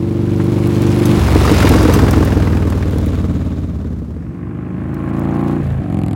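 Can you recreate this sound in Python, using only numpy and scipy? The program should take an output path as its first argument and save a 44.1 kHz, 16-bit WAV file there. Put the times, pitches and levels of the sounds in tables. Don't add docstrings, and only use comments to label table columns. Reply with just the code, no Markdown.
import sys
import numpy as np
from scipy import signal
from scipy.fft import rfft, irfft, next_fast_len
from scipy.io import wavfile

SR = 44100
rng = np.random.default_rng(int(sys.argv[2]) if len(sys.argv) > 2 else 0)


def pcm_store(signal):
    levels = np.round(np.clip(np.atleast_2d(signal), -1, 1) * 32767)
    wavfile.write(sys.argv[1], SR, levels.astype(np.int16).T)


N = 271215
T = np.arange(N) / SR
FIRST_PASS_S, SECOND_PASS_S = 1.634, 5.323
ROAD_M_PER_S, CLOSEST_M = 6.15, 2.384


def amp(db):
    return 10 ** (np.asarray(db) / 20)

def unit_rms(x):
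    return x / np.sqrt(np.mean(x ** 2) + 1e-20)

def curves(rows):
    times, *columns = np.transpose(rows)
    return [np.interp(T, times, column) for column in columns]

def add(mix, s, sound):
    part = mix[max(round(s * SR), 0):][:len(sound)]
    part += sound[:len(part)]

def below(x, hz, order=4):
    return signal.sosfiltfilt(signal.butter(order, hz, fs=SR, output="sos"), x)

def impulse_response(tone, size=8192):
    hz, db = np.transpose(tone)
    log_hz = np.log(abs(np.fft.fftfreq(size, 1 / SR)) + 1)
    log_gain = np.log(amp(np.interp(log_hz, np.log(hz), db, left=db[0] - 5.5, right=db[-1])))
    return np.fft.ifft(np.exp(np.conj(signal.hilbert(log_gain)))).real[:size // 2]

def coloured(x, tone):
    return signal.oaconvolve(x, impulse_response(tone))[:N]

def resonances(x, modes):
    return sum(amp(db) * unit_rms(signal.lfilter(*signal.iirpeak(hz, hz / width, fs=SR), x))
               for hz, width, db in modes)

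def puffs(clicks, decay_s, steady):
    flare = signal.lfilter([1], [1, -np.exp(-1 / (decay_s * SR))], clicks)
    return unit_rms((unit_rms(flare) + steady) * rng.standard_normal(N))

def place(pass_s):
    along = ROAD_M_PER_S * (T - pass_s)
    distance = np.hypot(CLOSEST_M, along)
    return distance, along / distance

def carried(pass_s, db, per_doubling, per_m, behind):
    distance, away = place(pass_s)
    loss_db = per_doubling * np.log2(distance / CLOSEST_M) + per_m * (distance - CLOSEST_M)
    return db - loss_db + behind * away

def crossfade():
    second = np.interp(T, (4.1, 4.45), (0, 1))
    return np.sqrt(1 - second), np.sqrt(second)

def firings(speed, at_s, phase, rear_db, gap, uneven_db, jitter_s):
    turns = np.cumsum(speed) / SR
    turns += phase - np.interp(at_s, T, turns)
    cycles, clicks = np.arange(np.floor(turns[0]), turns[-1]), np.zeros(N)
    scatter = np.clip(rng.standard_normal((len(cycles), 2, 2)), -1.7, 1.7)
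    for cylinder, (lag, db) in enumerate([(0, 0), (gap, rear_db)]):
        due_s = np.interp(cycles + lag, turns, T, left=-np.inf, right=np.inf)
        at = (due_s + jitter_s * scatter[:, cylinder, 0]) * SR
        inside = (at >= 0) & (at < N)
        clicks[at[inside].astype(int)] += amp(db + uneven_db * scatter[:, cylinder, 1])[inside]
    return clicks

def cycle_clicks(speed, at_s):
    turns = np.cumsum(speed) / SR
    whole = np.floor(turns - np.interp(at_s, T, turns))
    return np.diff(whole, prepend=whole[0])

def pipe_echo(x, trip_s, bounce):
    size = next_fast_len(N + SR // 2)
    trip = np.exp(-2j * np.pi * np.fft.rfftfreq(size, 1 / SR) * trip_s)
    return irfft(rfft(x, size) * (trip - bounce) / (1 - bounce * trip), size)[:N]

def exhaust(clicks, tone, boom_db, bark_db, fade_in, fade_out, rough, trip_s, bounce, boom_hz=170):
    drive = unit_rms(clicks) + rough * puffs(clicks, decay_s=.51, steady=.35)
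    pipe = pipe_echo(below(coloured(drive, tone), hz=2420), trip_s, bounce)
    boom = below(pipe, boom_hz)
    fade = np.sqrt(np.interp(T, fade_in, [0, 1]) * np.interp(T, fade_out, [1, 0]))
    return fade * (amp(boom_db) * unit_rms(boom) + amp(bark_db) * unit_rms(pipe - boom))


def first_speed(cruise_hz=24.218, coast_hz=23.274, idle_hz=11.009, shut_s=1.18):
    run_down = np.exp(-np.maximum(T - 1.41, 0) / 3.614)
    return np.where(T < shut_s, cruise_hz + .303 * T, idle_hz + (coast_hz - idle_hz) * run_down)

# f/Hz, level/dB
CRUISE_TONE = [(25, -24), (73, -3), (100, 8), (135, 4.5), (175, -2), (220, -3), (245, -10), (290, -8),
               (318, 3.5), (342, -1.5), (368, -8.5), (392, -16), (415, -29), (440, -7.5), (465, -19.5),
               (512, -32), (548, -12.5), (585, -32), (1050, -36), (2000, -74)]
def cruise(clicks):
    boom_db = carried(FIRST_PASS_S, -9, per_doubling=-4, per_m=1.53, behind=5)
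    bark_db = carried(FIRST_PASS_S, -5.5, per_doubling=4, per_m=0, behind=1.5)
    return exhaust(clicks, CRUISE_TONE, boom_db, bark_db, fade_in=(-1, 0), fade_out=(1.17, 1.195),
                   rough=.2, trip_s=.0038, bounce=.8)

# f/Hz, level/dB
FIRST_RASP_TONE = [(300, 14.5), (600, 1.5), (1100, -0.5), (1600, -6), (2200, -12), (3200, -18),
                   (5000, -18.5), (9000, -27), (16000, -30)]
def first_rasp(speed):
    spits = firings(speed, 0, phase=-.68, rear_db=4.5, gap=.42, uneven_db=1.7, jitter_s=.001)
    facing = np.interp(T, (1.2, 2.1), (.3, 1))
    hiss = puffs(spits * facing, decay_s=.013, steady=1)
    level_db = carried(FIRST_PASS_S, -13, per_doubling=4, per_m=1.38, behind=-1)
    return amp(level_db) * unit_rms(coloured(hiss, FIRST_RASP_TONE)) * crossfade()[0]

# f/Hz, bandwidth/Hz, level/dB
CLATTER_MODES = [(2815, 80, -4), (3750, 300, -3), (4575, 30, -12), (4802, 16, -7.5), (5150, 260, -5),
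                 (5722, 16, -15), (6272, 16, -14), (8505, 16, -21), (9184, 24, -18)]
def clatter(clicks):
    taps = puffs(clicks, decay_s=.006, steady=.7)
    level_db = carried(FIRST_PASS_S, -31.5, per_doubling=19, per_m=.5, behind=2)
    return amp(level_db) * unit_rms(resonances(taps, CLATTER_MODES))

def pebbles(count=700, low_hz=2800, high_hz=13000, decay_s=.002, spread_db=12):
    out, t = np.zeros(N), np.arange(SR // 50) / SR
    for when, pitch, size in rng.random((count, 3)):
        hz = low_hz * (high_hz / low_hz) ** pitch
        burst = rng.standard_normal(len(t)) * np.exp(-t / decay_s)
        tick = signal.lfilter(*signal.iirpeak(hz, Q=4, fs=SR), burst)
        add(out, when * N / SR, amp(spread_db * size ** 2) * unit_rms(tick))
    return unit_rms(out)

# f/Hz, level/dB
GRAVEL_TONE = [(800, -25.5), (2200, 9.5), (4200, 1.5), (5200, -8.5), (7000, -1), (9200, -6), (10100, -1.5),
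               (11200, -4.5), (12800, -11), (14000, -8), (16000, -2.5)]
# f/Hz, bandwidth/Hz, level/dB
MUDGUARD_MODES = [(3450, 50, -25), (4113, 100, -17), (4900, 200, -25), (5276, 70, -24), (7710, 90, -24),
                  (9050, 80, -25), (10100, 130, -22), (10700, 110, -26), (12800, 150, -24)]
# t/s, gain/dB, half-length/s
LOOSE_PATCHES = [(1.652, 3.5, 0.057), (3.067, 10, 0.21), (3.5, 9, 0.24), (5.5, 2.5, 0.042)]
def tyres(grains_per_s=550, spread_db=2, air_db_per_m=.4):
    sizes = amp(spread_db * np.minimum(rng.exponential(1, N), 5)) * rng.choice([-1, 1], N)
    grains = sizes * (rng.random(N) < grains_per_s / SR)
    grit = unit_rms(grains) + .45 * puffs(abs(grains), decay_s=.007, steady=.064)
    crunch = unit_rms(coloured(grit, GRAVEL_TONE)) + .4 * pebbles()
    mudguards = resonances(grit, MUDGUARD_MODES)
    dull = below(crunch, hz=6000, order=2)
    loose_db = sum(db * np.exp(-((T - s) / length) ** 2) for s, db, length in LOOSE_PATCHES)
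    levels = (carried(FIRST_PASS_S, -29, per_doubling=3, per_m=2.04, behind=-3.5),
              carried(SECOND_PASS_S, -49, per_doubling=5, per_m=3, behind=4))
    out = np.zeros(N)
    for pass_s, level_db, fade in zip((FIRST_PASS_S, SECOND_PASS_S), levels, crossfade()):
        distance, away = place(pass_s)
        treble = crunch - dull + (.6 - .42 * away) * mudguards
        treble *= amp(-3.5 - air_db_per_m * distance)
        out += fade * amp(level_db + loose_db) * (dull + treble)
    return out

# f/Hz, level/dB
RUMBLE_TONE = [(20, -19.5), (60, 2), (200, 6.5), (1000, -31), (4000, -47.5), (9000, -50.5), (16000, -64)]
def low_rumble():
    return amp(-29) * unit_rms(coloured(rng.standard_normal(N), RUMBLE_TONE))

def strikes(rows, decay_s, noisy, reach):
    out, t = np.zeros(N), np.arange(SR // 20) / SR
    for s, db, hz in rows:
        band = signal.butter(2, [hz / 1.5, min(hz * reach, SR * .45)], "band", fs=SR, output="sos")
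        crack = unit_rms(signal.sosfilt(band, rng.standard_normal(len(t))))
        blow = (np.sin(2 * np.pi * hz * t) + noisy * crack) * np.exp(-t / decay_s)
        add(out, s, amp(db) * blow / abs(blow).max())
    return out

# t/s, peak level/dB, f/Hz
KNOCKS = [(.399, -19, 1020), (1.281, -13, 1100), (1.45, -11, 1200), (1.476, -11, 1250), (1.602, -8, 1300),
          (1.626, -9, 1500), (1.672, -7.5, 1400), (1.737, -8.5, 1100), (1.782, -10, 1200),
          (1.852, -12, 1200), (1.879, -13, 1100), (1.939, -10, 1300), (1.988, -13, 1100), (2.08, -14, 1600),
          (2.137, -17.5, 1500), (2.225, -16, 1100), (2.274, -17.5, 1400), (2.321, -16.5, 1600),
          (2.422, -20, 1600), (2.473, -17.5, 1500), (2.531, -19, 1200), (2.571, -23, 1800),
          (2.623, -22.5, 1600), (2.723, -24, 1800), (2.826, -19.5, 1850), (5.703, -27.5, 1400),
          (5.839, -32, 1700)]
def knocks():
    return strikes(KNOCKS, decay_s=.0075, noisy=1.7, reach=1.5)

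# t/s, peak level/dB, f/Hz
STONES = [(.44, -31, 9000), (.672, -25, 10000), (.8199, -21.5, 4140), (.9408, -33, 6500),
          (1.055, -13, 3400), (1.5145, -13, 3030), (1.603, -15, 2750), (1.6223, -21, 4340),
          (1.6682, -32, 3840), (1.691, -10.5, 3480), (1.8293, -16, 6860), (2.11, -13, 5900),
          (2.2498, -17, 6440), (2.7012, -24, 3250), (2.9092, -29, 3720), (2.984, -25.5, 3550),
          (3.012, -41, 9100), (3.06, -28, 10000), (3.38, -45, 8000), (4.9427, -35.5, 4430),
          (5.1937, -33, 4960), (5.3503, -37.5, 5030), (5.4819, -35, 4500), (5.5095, -43, 5000)]
def stones():
    return strikes(STONES, decay_s=.0035, noisy=4, reach=4)

# t/s, peak level/dB
CLINKS = [(1.937, -9), (1.056, -15)]
# f/Hz, level/dB, T60/s
FRAME_MODES = [(3311, -7, .07), (6175, 0, .06), (7919, -3, .046), (9884, -6, .05), (12770, -4, .045),
               (14900, -8, .045)]
def clinks():
    out, t = np.zeros(N), np.arange(SR // 8) / SR
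    steel = sum(amp(db - 60 * t / t60) * np.sin(2 * np.pi * hz * t) for hz, db, t60 in FRAME_MODES)
    steel += 1.1 * rng.standard_normal(len(t)) * np.exp(-t / .012)
    for s, db in CLINKS:
        add(out, s, amp(db) * steel / abs(steel).max())
    return out

# f/Hz, level/dB
COAST_TONE = [(25, -99), (50, -6.5), (68, 6), (95, 2.5), (125, -3.5), (160, -2.5), (210, -2.5), (305, -3),
              (355, -19), (410, -6), (460, -17.5), (600, -16), (900, -45), (2000, -92.5)]
def coast(speed, ground_hz=270, ground_db_per_m=.7):
    clicks = firings(speed, 0, phase=-.74, rear_db=0, gap=.43, uneven_db=.8, jitter_s=.00014)
    boom_db = carried(FIRST_PASS_S, -8.3, per_doubling=-1.5, per_m=1.25, behind=0)
    bark_db = carried(FIRST_PASS_S, -17, per_doubling=-1, per_m=1.07, behind=4.5)
    pipe = exhaust(clicks, COAST_TONE, boom_db, bark_db, fade_in=(1.175, 1.2), fade_out=(3.9, 4.42),
                   rough=.1, trip_s=.006, bounce=.75, boom_hz=142)
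    low = below(pipe, ground_hz)
    distance, _ = place(FIRST_PASS_S)
    return low + (pipe - low) * amp(-ground_db_per_m * (distance - CLOSEST_M))

# t/s, level/dB
POPS = [(1.356, 6.5), (1.513, 6), (1.644, 6.5), (1.707, 6.5), (1.748, 1), (1.851, 4), (1.886, 6.5),
        (1.961, 3.5), (2.028, 6), (2.17, 4.5), (2.206, -2), (2.366, 1.5), (2.508, -7), (2.549, -4),
        (2.651, -8), (2.672, -7), (2.748, -6), (2.853, -7.5), (2.929, -6.5), (2.957, -5.5), (2.996, -9),
        (3.027, -9.5), (3.066, -6.5), (3.104, -10.5), (3.135, -8), (3.175, -10.5), (3.241, -10),
        (3.848, -16), (4.017, -16), (4.163, -17.5)]
# f/Hz, level/dB
POP_TONE = [(30, -4), (75, 10), (150, -5.5), (240, 4), (320, 8.5), (370, -10), (470, 5.5), (600, -22.5),
            (1200, -21.5), (3000, -54)]
def pops():
    blows = np.zeros(N)
    for s, db in POPS:
        add(blows, s + .0023, amp([db]))
        add(blows, s + .00768, amp([db - 17]))
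    return amp(-2) * coloured(blows, POP_TONE) / abs(impulse_response(POP_TONE)).max()

# t/s, level/dB
CHUFF_LEVEL = [(2.5, -59), (2.9, -37.5), (3.15, -35), (3.6, -44), (3.9, -47), (4.3, -86)]
# f/Hz, level/dB
CHUFF_TONE = [(250, -26), (450, 0), (650, 3), (850, -14), (1100, -2.5), (1900, -15.5), (2800, -27),
              (3650, -14), (4600, -32), (7000, -23), (11000, -55), (16000, -69)]
THUD_TONE = [(40, -11), (100, -13), (145, 10), (210, 7), (255, -0.5), (300, 7), (350, -26), (410, -12),
             (500, -18), (630, -14), (800, -33), (3000, -85)]
def burble(thud_from_s=3.28, fade_db_per_s=11):
    beats = cycle_clicks(speed=first_speed(), at_s=3.461) * amp(1.2 * rng.standard_normal(N))
    gas = puffs(beats, decay_s=.011, steady=.7)
    chuffs = unit_rms(coloured(gas, CHUFF_TONE)) * amp(curves(CHUFF_LEVEL)[0])
    envelope = (T > thud_from_s) * amp(-11 - fade_db_per_s * (T - thud_from_s)) * crossfade()[0]
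    thuds = pipe_echo(coloured(beats * envelope, THUD_TONE), trip_s=.00374, bounce=.65)
    return chuffs + thuds / abs(impulse_response(THUD_TONE)).max()

# t/s, f/Hz
SECOND_SPEED = [(4.2, 23.85), (4.7, 26.05), (5.2, 28.2), (5.42, 29.12), (5.55, 29.15), (5.69, 27.5),
                (5.77, 26.2), (5.89, 23.8), (5.95, 22.2), (6.15, 20.3)]
def second_speed():
    return curves(SECOND_SPEED)[0]

# f/Hz, level/dB
SECOND_RASP_TONE = [(300, -14.5), (600, 5.5), (820, -9.5), (1050, 3), (1350, -4), (1600, -4.5), (2500, -14),
                    (3500, -29), (6000, -80), (16000, -39)]
def second_rasp(clicks):
    gas = unit_rms(coloured(puffs(clicks, decay_s=.0061, steady=.99), SECOND_RASP_TONE))
    gas -= .4 * below(gas, hz=1250)
    t = np.arange(SR // 25) / SR
    rattle = rng.standard_normal(len(t)) * np.exp(-t / .091)
    growl = below(signal.oaconvolve(clicks, rattle)[:N], hz=1330)
    casing = unit_rms(coloured(growl, SECOND_RASP_TONE))
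    load = np.interp(T, (4.4, 5.1, 5.55, 5.62), (.35, 1, 1, .25))
    level_db = carried(SECOND_PASS_S, -28.5, per_doubling=11.5, per_m=-1.65, behind=-.5)
    return amp(level_db) * (.6 * gas + .42 * load * casing) * crossfade()[1]

# f/Hz, level/dB
PULL_TONE = [(28, -81), (58, 21), (90, 26.5), (145, 18.5), (215, 5), (345, 5.5), (385, -8.5), (490, -8.5),
             (550, -37), (720, -23), (815, -11.5), (900, -42), (1300, -26), (2000, -51)]
def pull(clicks):
    boom_db = carried(SECOND_PASS_S, -28, per_doubling=5, per_m=-.2, behind=-.5)
    bark_db = carried(SECOND_PASS_S, -20, per_doubling=5.5, per_m=0, behind=4)
    return exhaust(clicks, PULL_TONE, boom_db, bark_db, fade_in=(4.15, 4.42), fade_out=(5.58, 5.635),
                   rough=.018, trip_s=.00274, bounce=.72)

# t/s, level/dB
ENGINE_BARK_LEVEL = [(4.2, -81), (4.6, -52), (5.0, -43), (5.2, -33), (5.47, -30), (5.57, -34), (5.63, -61),
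                     (5.87, -48), (5.93, -37), (6.15, -38)]
# f/Hz, level/dB
ENGINE_BARK_TONE = [(200, -24.5), (450, 7), (600, 6.5), (800, 12), (950, 5), (1300, 3.5), (1550, -22),
                    (2500, -26), (5000, -51)]
def engine_bark(speed, rebound=.5):
    clicks = firings(speed, 5.412, phase=0, rear_db=0, gap=.462, uneven_db=.8, jitter_s=.00003)
    clicks += rebound * cycle_clicks(speed, at_s=5.4365)
    return unit_rms(coloured(clicks, ENGINE_BARK_TONE)) * amp(curves(ENGINE_BARK_LEVEL)[0])

# t/s, level/dB
CRACK_LEVEL = [(4.2, -81.5), (5.4, -56), (5.88, -54), (5.925, -42.5), (6.15, -39.5)]
# f/Hz, level/dB
CRACK_TONE = [(500, 19), (1200, -10), (2300, 10), (4500, -2.5), (5700, -14), (7500, -4), (12000, -7),
              (13500, -27), (16000, -37)]
def cracks(clicks):
    snaps = puffs(clicks, decay_s=.0022, steady=.02)
    return unit_rms(coloured(snaps, CRACK_TONE)) * amp(curves(CRACK_LEVEL)[0])

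# t/s, boom level/dB, bark level/dB
SHUT_LEVELS = [(5.64, -19.5, -27), (5.8, -19.5, -30)]
# f/Hz, level/dB
SHUT_TONE = [(25, 11), (55, -2), (80, 8), (135, 6), (170, -11.5), (250, -20.5), (315, -45), (375, -29),
             (450, -29.5), (800, -33.5), (2000, -83)]
def shut_off(clicks):
    return exhaust(clicks, SHUT_TONE, *curves(SHUT_LEVELS), fade_in=(5.6, 5.65), fade_out=(5.79, 5.82),
                   rough=.14, trip_s=.0084, bounce=.35)

# t/s, boom level/dB, bark level/dB
CHUG_LEVELS = [(5.82, -32, -24), (5.87, -30, -25), (5.94, -22.5, -21), (6.15, -23, -23.5)]
# f/Hz, level/dB
CHUG_TONE = [(25, -64), (65, 18), (95, 24), (195, 13), (235, 4), (305, 8.5), (430, -13), (540, -13),
             (740, -6), (900, -28), (2000, -36)]
def chug(clicks):
    return exhaust(clicks, CHUG_TONE, *curves(CHUG_LEVELS), fade_in=(5.79, 5.815), fade_out=(7, 8),
                   rough=.14, trip_s=.00265, bounce=.77)

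def yard(x, t60_s=.23, echo_db=-19, echoes_per_s=1500):
    t = np.arange(SR // 2) / SR
    taps = rng.standard_normal(len(t)) * (rng.random(len(t)) < echoes_per_s / SR)
    taps *= (t > .015) * amp(-60 * t / t60_s)
    echoes = signal.oaconvolve(x, taps / np.linalg.norm(taps))[:N]
    return x + amp(echo_db) * below(echoes, hz=5000, order=1)

def scene():
    speed = first_speed()
    light = firings(speed, 0, phase=-.635, rear_db=-2.5, gap=.425, uneven_db=.6, jitter_s=.00009)
    first = amp(-3) * (cruise(light) + coast(speed))
    first += first_rasp(speed) + clatter(light) + pops() + burble()
    speed = second_speed()
    hard = firings(speed, 5.413, phase=0, rear_db=4, gap=.435, uneven_db=.15, jitter_s=.00002)
    slow = firings(speed, 6.016, phase=0, rear_db=1.5, gap=.425, uneven_db=.6, jitter_s=.00008)
    second = amp(2.5) * (pull(hard) + shut_off(slow) + chug(slow))
    second += second_rasp(hard) + engine_bark(speed) + cracks(slow)
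    ride = first + second + tyres() + knocks() + stones() + clinks()
    return (yard(ride) + low_rumble())[None]

def record(dry, wind_cut_hz=40.7, ceiling=.92, edge_hz=16050):
    cut = dry - below(dry, wind_cut_hz, order=3)
    rounded = cut / (1 + (cut / ceiling) ** 6) ** (1 / 6)
    band_limit = signal.firwin(511, edge_hz, window=("kaiser", 9), fs=SR)
    return signal.oaconvolve(rounded, band_limit[None], "same")


dry = scene()
out = record(dry)
pcm_store(out)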